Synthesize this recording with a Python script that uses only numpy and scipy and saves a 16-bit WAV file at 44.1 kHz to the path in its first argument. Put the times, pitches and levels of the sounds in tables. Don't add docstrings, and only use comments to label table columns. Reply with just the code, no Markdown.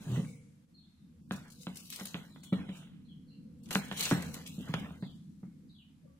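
import sys
import numpy as np
from scipy import signal
from scipy.fft import rfft, irfft, next_fast_len
from scipy.io import wavfile
from scipy.ndimage import uniform_filter1d

SR = 44100
rng = np.random.default_rng(int(sys.argv[2]) if len(sys.argv) > 2 else 0)


def gain_from_db(level_db):
    decades = np.asarray(level_db, float) / 20
    return 10 ** decades


def put_to_file(sound):
    columns = np.atleast_2d(sound).T
    safe = np.clip(columns, -1, 1)
    whole_steps = np.round(safe * 32767)
    wavfile.write(sys.argv[1], SR, whole_steps.astype(np.int16))


N = 272979

# [t/s, boom peak level/dB, boom f/Hz, dull crack over boom/dB, sharp crack over boom/dB]
KNOCKS = [(1.31, -27, 190.7, -10, -15), (1.669, -30.5, 188.6, -13, -12), (2.01, -35.5, 193.3, -12.5, -12),
          (2.144, -32, 178.7, -14.5, -4.5), (2.361, -62, 196, 3.5, 1.5), (2.524, -18.5, 190.6, -42, -47),
          (2.603, -37.5, 184, -26, -16), (2.689, -31, 190, -25.5, -38), (3.755, -21.5, 195.5, -24, -6.5),
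          (3.914, -31, 187.3, -8.5, -6.5), (4.112, -18.5, 280.5, -14, -45), (4.123, -15, 184.4, -19.5, -34),
          (4.145, -30, 141.4, -34, -45), (4.174, -29, 183.6, -34, -39), (4.581, -30, 184.6, -37, -52.5),
          (4.6, -33, 192, -35, -50), (4.693, -27.5, 161, -35, -46), (4.74, -24.5, 162, -8.5, -39),
          (4.907, -37.5, 179, -17, -49), (5.025, -27.5, 176, -27, -35), (5.431, -35.5, 184.3, -51, -53)]
# [t/s, boom peak level/dB, boom f/Hz]
JUDDER = [
    (0.064, -33, 150.4),
    (0.089, -30, 124),
    (0.114, -26.5, 125),
    (0.138, -32.5, 125),
    (0.17, -25.5, 158),
    (0.19, -26.5, 186),
]
JUDDER_T60_S, JUDDER_DULL_DB, JUDDER_SHARP_DB = 0.33, -52, -52
BOOM_T60_S, MOVED_S, MOVED_T60_S = 0.19, 4.0, 0.09
HOLD_S, HOLD_DROP_DB = .043, -6
# [multiple of boom f, level/dB, share of boom t60]
CRATE_MODES = [(1, 3, 1.1), (1.132, -1.5, 0.45), (0.802, -16.5, 4.7), (1.499, -4.5, 0.41),
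               (2.25, -9.5, 0.43), (2.9, -14, 0.42), (3.9, -19, 0.29)]
BLADES_S, BLADES_DB = 3.7556, -12
# [t/s, peak level/dB, centre f/Hz, t60/s]
SNAPS = [(1.321, -39, 7500, 0.03), (1.4807, -56, 7200, 0.03), (1.502, -49.5, 7650, 0.043),
         (1.5214, -49, 7750, 0.04), (1.5942, -57, 7500, 0.04), (1.611, -53.5, 7840, 0.04),
         (1.6324, -45.5, 7450, 0.05), (1.757, -42.5, 7850, 0.088), (1.771, -39.5, 8400, 0.062),
         (1.8027, -48, 7850, 0.036), (1.9022, -36, 8700, 0.057), (1.9245, -37.5, 4500, 0.16),
         (1.9602, -35, 8200, 0.05), (1.9982, -34, 3470, 0.023), (2.0357, -46, 11300, 0.02),
         (2.0553, -32, 8160, 0.034), (2.07, -38, 8010, 0.036), (2.154, -50, 3000, 0.018),
         (2.4348, -48, 7240, 0.11), (2.529, -55, 7500, 0.079), (3.636, -56.5, 8000, 0.017),
         (3.6576, -48, 4450, 0.048), (3.689, -43.5, 7270, 0.029), (3.708, -33, 7000, 0.08),
         (3.7284, -31, 7350, 0.088), (3.7507, -15.5, 4405, 0.0066), (3.973, -37, 4600, 0.08),
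         (3.995, -31.5, 9000, 0.03), (4.0075, -20.5, 6200, 0.014), (4.037, -27, 4500, 0.015),
         (4.026, -28, 5200, 0.15), (4.0536, -24, 4300, 0.06), (4.066, -38, 3000, 0.04),
         (4.103, -29.5, 4740, 0.13), (4.223, -37, 7560, 0.05), (4.334, -49, 13000, 0.02),
         (4.3428, -31.5, 7650, 0.02), (4.352, -46, 12500, 0.03), (4.4636, -41, 5000, 0.08),
         (4.4756, -38, 7500, 0.03), (4.739, -30.5, 3960, 0.022), (5.431, -55.5, 687, 0.15)]
TICK, TICK_S = .45, .003
# [peak t/s, rise/s, peak level/dB, t60/s]
BRUSHES = [(.022, 0.033, -58.5, 0.091), (.17, 0.42, -57, 0.26), (1.329, 0.044, -54, 0.47),
           (1.519, 0.087, -58.5, 0.31), (1.613, 0.091, -56, 0.65), (1.779, 0.091, -52.5, 1.4),
           (1.927, 0.048, -47.5, 0.97), (2.056, 0.012, -47.5, 0.21), (2.13, 0.22, -59, 0.24),
           (2.775, 0.16, -63.5, 0.3), (3.634, 0.0083, -67, 0.4), (3.698, 0.11, -60.5, .3),
           (3.71, .01, -43, 0.44), (3.752, .02, -38.5, 0.22), (3.972, .015, -42, 1.3),
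           (4.009, 0.036, -35.5, 0.41), (4.04, 0.05, -43.5, 0.36), (4.1, 0.35, -41, 0.17),
           (4.17, .05, -58, 0.68), (4.225, 0.01, -51.5, 0.29), (4.34, 0.015, -50.5, 0.47),
           (4.472, 0.023, -58.5, 2.4), (3.85, .08, -58.5, 0.44), (4.75, 0.33, -64, .6)]
# [t/s, twiggy level/dB, woody level/dB, t60/s]
JOLTS = [(1.31, -58.5, -46.5, 0.47), (1.672, -66, -53, 0.31), (2.053, -65, -58, 0.62),
         (2.147, -60, -48, 0.46), (2.358, -79, -62.5, 0.41), (2.433, -72, -71, 0.44),
         (2.527, -55, -44, 0.58), (2.69, -64.5, -57.5, 0.47), (3.708, -50, -44, 0.79),
         (3.754, -50, -37.5, 0.16), (3.918, -56.5, -45, 0.15), (4.112, -51, -36, 0.67),
         (4.343, -62.5, -54.5, 0.64), (4.462, -59, -85, 0.63), (4.739, -49, -42, 0.29),
         (5.028, -70, -53.5, 0.36), (5.43, -107, -72.5, 0.33)]
JOLT_RISE_S, CLATTER_DB, CLATTER_T60_S = .003, 3, 0.13
# [peak t/s, rise/s, twiggy level/dB, woody level/dB, t60/s]
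RUBS = [(0.173, 0.39, -60.5, -46.5, 0.36), (1.779, 0.29, -62, -64.5, 0.58),
        (1.927, 0.085, -58.5, -66, 0.58), (2.005, 0.061, -61, -47.5, 0.21), (2.76, 0.24, -63.5, -60, 0.73),
        (3.698, 0.14, -72.5, -63.5, 0.26), (3.965, .02, -56, -56, .3), (4.008, 0.091, -46, -44.5, 0.34),
        (4.07, 0.14, -44, -44.5, 0.28), (1.46, 0.073, -80, -60, 0.37), (4.7, 0.19, -63.5, -50, 0.36),
        (4.77, 0.04, -56.5, -51, 0.4), (4.62, 0.12, -62.5, -79, 0.45), (4.854, 0.12, -65.5, -50.5, 0.53)]
# [f/Hz, level per Hz/dB]
LEAF = [(2350, -54), (4000, -0.5), (4820, -6), (7480, -6.5), (9320, -9), (15400, -10)]
# [f/Hz, level per Hz/dB]
TWIG = [(1500, -27), (2200, -4), (3100, 0.5), (3900, -4), (4500, -17), (5800, -32.5)]
# [f/Hz, level per Hz/dB]
WOOD = [(250, -10.5), (420, -5.5), (800, -8), (1500, -5.5), (2000, -8), (2500, -14.5), (3300, -50)]
# [peak t/s, rise/s, level/dB, t60/s]
SWISH = [
    (.04, .1, -62.5, .4),
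    (.15, 0.33, -56.5, 1),
    (.3, 0.55, -62, 0.35),
    (2.434, 0.0053, -55.5, 0.35),
    (2.54, 0.014, -65.5, 0.53),
    (2.773, 0.19, -61, 0.36),
    (4.745, 0.009, -61, 0.43),
]
# [f/Hz, level per Hz/dB]
SWISH_COLOUR = [(2500, -8), (4500, -10.5), (7000, -5.5), (10000, -7), (13000, -21), (16000, -8)]
# [f/Hz, t60/s]
YARD = [(150, 0.12), (600, 0.32), (2000, 0.4), (5000, 0.14), (12000, 0.31)]
YARD_DB = -10.5
# [t/s, high f/Hz, high level/dB, low f/Hz, low level/dB]
SPARROW_CALLS = [
    (0.741, 4320, -59, 3890, -68),
    (2.294, 4220, -64, 3830, -65.5),
    (2.41, 4330, -65, 3607, -60.5),
    (1.551, 4240, -70, 3750, -66),
    (3.047, 4260, -68, 3500, -62),
    (3.28, 4220, -63, 3300, -82),
    (5.007, 4205, -59, 3690, -58.5),
    (5.688, 4420, -68, 4030, -69.5),
    (5.746, 3520, -62, 3120, -60),
]
HIGH_S, HIGH_FALL, LOW_AFTER_S, LOW_S, LOW_FALL = 0.04, 0.039, 0.035, .06, 0.23
# [t/s, length/s, start f/Hz, end f/Hz, level/dB]
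STRAYS = [(0.202, 0.15, 2330, 2134, -62.5), (.797, 0.045, 3690, 3680, -70), (.9, 0.029, 3670, 3700, -80),
          (.96, 0.042, 4080, 4000, -77), (.985, 0.052, 3630, 3720, -78.5), (3.268, .07, 4590, 4350, -73),
          (3.305, 0.079, 2860, 2690, -68), (5.02, 0.029, 4740, 4500, -62), (5.07, 0.052, 3250, 2850, -66.5),
          (5.455, 0.038, 2150, 2230, -79), (5.685, 0.021, 4750, 4700, -69.5),
          (5.692, 0.019, 3960, 3910, -61), (5.8, .07, 3150, 2900, -67), (.748, .03, 4350, 3960, -62),
          (6.035, 0.048, 608, 500, -62), (6.072, 0.025, 1150, 1120, -70)]
FAR_T60_S = 0.58
# [t/s, level/dB]
RUMBLE = [(0.0, -52.5), (0.07, -50.5), (0.43, -61.5), (0.83, -61.5), (1.36, -56), (1.86, -60),
          (2.79, -53.5), (2.91, -55.5), (3.36, -54.5), (3.68, -51.5), (4.0, -49.5), (4.3, -44.5),
          (4.5, -52), (4.72, -46), (5.77, -59.5), (6.19, -59.5)]
# [f/Hz, level per Hz/dB]
CRATE = [(62, -60.5), (105, -19), (150, 2.5), (205, 2), (274, -5.5), (405, -28), (700, -52), (1000, -85)]
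AFTER_DB, AFTER_T60_S = -21, 0.58
# [f/Hz, level per Hz/dB]
TOWN = [(12, -46.5), (20, -6.5), (43, -13.5), (62, -12.5), (80, 4), (97, -4), (110, -5), (140, -45.5),
        (240, -120)]
TOWN_DB = -62
# [peak t/s, rise/s, level/dB, t60/s]
HUMS = [(.3, 0.31, -63, 0.96), (.7, 0.34, -78, 0.27), (1.13, 0.28, -79, 1.1), (1.6, 0.12, -70, 1.3),
        (2.05, 0.3, -77, 0.9), (2.6, 0.15, -61, .8), (3.25, 0.32, -91, 0.87), (3.46, 0.18, -67, 0.31),
        (3.8, 0.16, -67.5, 1.6), (4.25, 1.5, -60, 1.7), (4.8, 0.45, -62.5, 1.14), (5.65, 0.66, -75.5, 0.26),
        (6.06, 0.25, -81, 0.65)]
# [f/Hz, level per Hz/dB]
HISS = [(350, -25), (600, -6), (812, -5), (1370, -6), (2240, -7.5), (3250, -9), (14100, -15), (16000, -37)]
HISS_DB = -78.5
DIP_S, DIP_HALF_WIDTH_S, DIP_DB = .668, 0.016, -9
# [f/Hz, correlation]
LIKENESS = [(40, 0.88), (130, 0.94), (290, 0.85), (640, 0.17), (1400, 0.0045), (3000, 0.041)]
# [f/Hz, left over right level/dB]
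PORTS = [(60, 1.5), (130, -1), (290, 0), (640, 1.5), (1410, -1.5), (3100, -5), (6820, 10.5), (15000, 1)]
PORT_LAG = 5


def knocks():
    boom, crack = np.zeros((1, N)), np.zeros((1, N))
    t = np.arange(SR // 2) / SR
    luck = rng.standard_normal((len(blows()), len(CRATE_MODES), 2))
    grit = rng.standard_normal((len(blows()), SR // 2))
    dull = signal.butter(2, [400, 2000], "band", fs=SR, output="sos")
    sharp = signal.butter(3, [1900, 3900], "band", fs=SR, output="sos")
    swing = (1 - np.exp(-t / 0.0023)) * gain_from_db(HOLD_DROP_DB / (1 + np.exp((HOLD_S - t) / 0.0019)))
    for (s, db, hz, t60, dull_db, sharp_db), chance, noise in zip(blows(), luck, grit):
        ringing = 0
        for (multiple, mode_db, share), (level_luck, pitch_luck) in zip(CRATE_MODES, chance):
            decay = gain_from_db(mode_db + 2 * level_luck - 60 * t / (share * np.clip(t60, .03, .4)))
            mode_hz = hz * multiple * (1 + 0.01 * pitch_luck)
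            ringing = ringing + decay * np.sin(2 * np.pi * mode_hz * t)
        ringing = ringing * swing
        add(boom, -gain_from_db(db) * ringing[None] / np.abs(ringing).max(), s)
        contact = noise * (gain_from_db(-60 * t / 0.007) + gain_from_db(-11.5 - 60 * t / 0.17))
        contact[:6] -= 9.0
        for band, over_db in ((dull, dull_db + 15.0), (sharp, sharp_db + 12.0)):
            part = signal.sosfilt(band, contact)
            add(crack, gain_from_db(db + over_db) * part[None] / np.abs(part).max(), s)
    return signal.sosfilt(signal.butter(4, 100, "high", fs=SR, output="sos"), boom), crack


def blows():
    judder = [(s, db, hz, JUDDER_T60_S, JUDDER_DULL_DB, JUDDER_SHARP_DB) for s, db, hz in JUDDER]
    bumps = [(s, db, hz, BOOM_T60_S if s < MOVED_S else MOVED_T60_S, *cracks)
             for s, db, hz, *cracks in KNOCKS]
    return judder + bumps


def blades():
    out, t = np.zeros((1, N)), np.arange(SR // 100) / SR
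    pulse = -np.sin(2 * np.pi * 1500 * t) * np.exp(-t / .00035)
    add(out, gain_from_db(BLADES_DB) * pulse[None] / np.abs(pulse).max(), BLADES_S)
    return out


def snaps():
    out, t = np.zeros((2, N)), np.arange(SR // 5) / SR
    grit = rng.standard_normal((len(SNAPS), 3, len(t)))
    for (s, db, hz, t60), noise in zip(SNAPS, grit):
        pair = noise[0] + 3.6 * noise[1:]
        low, high = hz / 3.4, min(hz * 2, .45 * SR)
        tear = rms_one(signal.sosfilt(signal.butter(3, [low, high], "band", fs=SR, output="sos"), pair))
        tick = TICK * (high / SR * 2) ** 2 * np.diff(pair, prepend=0) * np.exp(-t / TICK_S)
        decay = gain_from_db(-60 * t / np.clip(t60, .005, .2))
        add(out, gain_from_db(db - 7.0) * (tear + tick) * decay, s)
    return out


def leaves():
    papery = coloured(crackle(1800, spread_db=3.5, clump_db=1.5, apart=2.7), LEAF)
    twiggy = coloured(crackle(2700, spread_db=2.0, clump_db=0.5, apart=1.0), TWIG)
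    woody = coloured(crackle(1500, spread_db=1.0, clump_db=1.0, apart=0.7), WOOD)
    brushed = gain_from_db(-0.5) * swells(BRUSHES) * papery
    return brushed + gain_from_db(4) * stems(0) * twiggy + gain_from_db(-1.0) * stems(1) * woody


def crackle(per_s, spread_db, clump_db, apart):
    born = rng.random((3, N)) < per_s / SR
    sizes = gain_from_db(spread_db * np.minimum(rng.exponential(1, (3, N)), 4))
    sizes = sizes * rng.choice([-1, 1], (3, N))
    grains = rms_one(born * sizes) + 0.67 * rng.standard_normal((3, N))
    return rms_one(grains[0] + apart * grains[1:]) * gain_from_db(clump_db * drift(35))


def stems(layer):
    rubs = [(s, rise, dbs[layer], t60) for s, rise, *dbs, t60 in RUBS]
    rattles = [(s, JOLT_RISE_S, dbs[layer], t60) for s, *dbs, t60 in JOLTS]
    clatter = [(s, JOLT_RISE_S, dbs[layer] + CLATTER_DB, CLATTER_T60_S) for s, *dbs, _ in JOLTS]
    return swells(rubs + rattles + clatter)


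def swish():
    return swells(SWISH) * wide_noise(SWISH_COLOUR)


def echoes(x, t60_table, build_s):
    t = np.arange(SR) / SR
    white, tail = rng.standard_normal((2, SR)), 0
    for low in 80 * 2. ** np.arange(8):
        band = signal.sosfilt(signal.butter(2, [low, 2 * low], "band", fs=SR, output="sos"), white)
        decay = gain_from_db(-60 * t / at_hz(t60_table, low * 1.12))
        tail = tail + band * decay * (1 - np.exp(-t / build_s))
    tail /= np.sqrt(np.sum(tail ** 2, axis=1, keepdims=True))
    return signal.fftconvolve(np.broadcast_to(x, (2, N)), tail, axes=1)[:, :N]


def sparrows():
    out, waver = np.zeros((1, N)), drift(160)
    for s, length, from_hz, to_hz, db in notes():
        part = np.arange(round(length * SR)) / (length * SR)
        warble = 1 + .028 * waver[int(s * SR):][:len(part)]
        hz = (from_hz + (to_hz - from_hz) * part) * warble
        breath = np.sin(np.pi * np.sqrt(part))
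        whistle = breath * np.sin(2 * np.pi * np.cumsum(hz) / SR)
        add(out, gain_from_db(db + 2.5) * whistle[None], s)
    return 0.31 * out + echoes(out, [(1000, FAR_T60_S), (8000, FAR_T60_S * 0.6)], build_s=0.0032)


def notes():
    high = [(s, HIGH_S, hz, hz * (1 - HIGH_FALL), db) for s, hz, db, _, _ in SPARROW_CALLS]
    low = [(s + LOW_AFTER_S, LOW_S, hz, hz * (1 - LOW_FALL), db) for s, _, _, hz, db in SPARROW_CALLS]
    return STRAYS + high + low


def background():
    db, = in_time(RUMBLE)
    lingering = swells([(s + 0.039, .06, top + AFTER_DB, AFTER_T60_S) for s, top, *_ in blows()])
    level = np.hypot(gain_from_db(db), lingering)
    rumble = level * gain_from_db(2.4 * drift(6.2)) * wide_noise(CRATE)
    town = gain_from_db(TOWN_DB - 4.0) * (level / np.median(level)) ** 0.88 * wide_noise(TOWN)
    motor = wide_noise([(400, -47.5), (460, -3.5), (495, -5.0), (535, -9.0), (640, -56.5)])
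    hum = swells(HUMS) * motor
    hiss = gain_from_db(HISS_DB) * wide_noise(HISS)
    dip = gain_from_db(DIP_DB * np.exp(-((np.arange(N) / SR - DIP_S) / DIP_HALF_WIDTH_S) ** 2))
    return dip * (rumble + town + hum + hiss)


def wide_noise(spectrum):
    size = next_fast_len(N)
    mid, side = rfft(rng.standard_normal((2, size)))
    alike = np.clip(at_hz(LIKENESS, np.fft.rfftfreq(size, 1 / SR)), -1, 1)
    pair = np.sqrt(1 + alike) * mid + np.sqrt(1 - alike) * side * [[1], [-1]]
    return coloured(irfft(pair, size)[:, :N], spectrum)


def swells(rows):
    t, power = np.arange(0, N + 16, 16) / SR, 0
    for s, rise, db, t60 in rows:
        growing = 30 * (s - t) / max(rise, .002)
        dying = 60 * (t - s) / max(t60, .02)
        power = power + gain_from_db(db - np.maximum(growing, dying)) ** 2
    return np.interp(np.arange(N) / SR, t, np.sqrt(power))


def drift(rate):
    r = np.exp(-80 * np.pi * rate / SR)
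    slow = signal.lfilter([1], [1, -2 * r, r * r], rng.standard_normal(N // 40 + 2002))[2000:]
    return np.interp(np.arange(N) / 40, np.arange(len(slow)), rms_one(slow))


def coloured(x, spectrum):
    size = next_fast_len(N)
    gain = gain_from_db(at_hz(spectrum, np.fft.rfftfreq(size, 1 / SR)))
    return rms_one(irfft(rfft(x, size) * gain, size)[..., :N])


def at_hz(points, hz):
    point_hz, value = np.transpose(points)
    return np.interp(np.log(np.maximum(hz, 1)), np.log(point_hz), value)


def in_time(rows):
    s, *columns = np.transpose(rows)
    return [np.interp(np.arange(N) / SR, s, c) for c in columns]


def rms_one(x):
    return x / np.sqrt(np.mean(x ** 2) + 1e-20)


def add(out, x, s):
    i = max(round(s * SR), 0)
    out[:, i:i + x.shape[1]] += x[:, :N - i]


def at_ports(x):
    size = next_fast_len(N)
    hz = np.fft.rfftfreq(size, 1 / SR)
    half_db = at_hz(PORTS, hz) / 2
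    tilt = gain_from_db(np.array([half_db, -half_db]))
    late = np.exp(-2j * np.pi * hz * PORT_LAG / SR * np.array([[0], [1]]))
    return irfft(rfft(x, size) * tilt * late, size)[:, :N]


def scene():
    boom, crack = knocks()
    crack = signal.sosfilt(signal.butter(2, 150, "high", fs=SR, output="sos"), crack + blades())
    breaks = snaps()
    struck = crack[0] + breaks.mean(0) + gain_from_db(-0.5) * boom[0]
    wet = gain_from_db(YARD_DB) * echoes(struck, YARD, build_s=0.027)
    near = boom + crack + breaks + leaves() + swish() + wet
    return at_ports(near) + sparrows() + background()


def suppress(x, ripple_db, hole_db, rare, wake_db):
    hz, _, bins = signal.stft(x, SR, nperseg=512)
    hz = hz[:, None]
    instant = np.mean(np.abs(bins) ** 2, axis=0)
    power = uniform_filter1d(instant, size=14, axis=1) + 1e-20
    loud = 10 * np.log10(uniform_filter1d(power[12:].mean(0), size=24))
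    awake = np.clip((hz - 800) / 2400, 0, 1) / (1 + np.exp(np.median(loud) + wake_db - loud))
    narrow = uniform_filter1d(power, size=5, axis=0)
    masked = 10 * np.log10(narrow / uniform_filter1d(power, size=51, axis=0))
    broad = uniform_filter1d(instant, size=15, axis=0)
    fresh = 10 * np.log10(broad / uniform_filter1d(power, size=15, axis=0) + 1e-9)
    fresh = np.maximum(fresh, 0)
    field = rng.standard_normal(bins.shape[1:])
    for size, axis in ((2, 0), (2, 0), (14, 1), (3, 1)):
        field = uniform_filter1d(field, size, axis=axis)
    field = rms_one(field)
    spared = field + .11 * masked + .3 * fresh + rare - hz / 20000
    gain_db = awake * (ripple_db * field + hole_db / (1 + np.exp(12 * spared)))
    gain_db -= 25 * (hz > 12900) * (1 - awake) * (field < 1.1)
    broad_db = 10 * np.log10(broad + 1e-20)
    sudden = np.roll(broad_db, -3, axis=1) - broad_db > 11
    gain_db -= 18 * awake * (hz > 4000) * (field < .6) * sudden
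    return signal.istft(bins * gain_from_db(gain_db), nperseg=512)[1][:, :N]


def band_limit(x):
    return signal.sosfilt(signal.butter(12, 16660, fs=SR, output="sos"), x)


def record(dry):
    clean = suppress(dry, ripple_db=2.2, hole_db=-30, rare=1.15, wake_db=-6)
    mix = signal.sosfilt(signal.cheby2(10, 50, 16600, fs=SR, output="sos"), clean)
    return band_limit(mix)


dry = scene()
out = record(dry)
put_to_file(out)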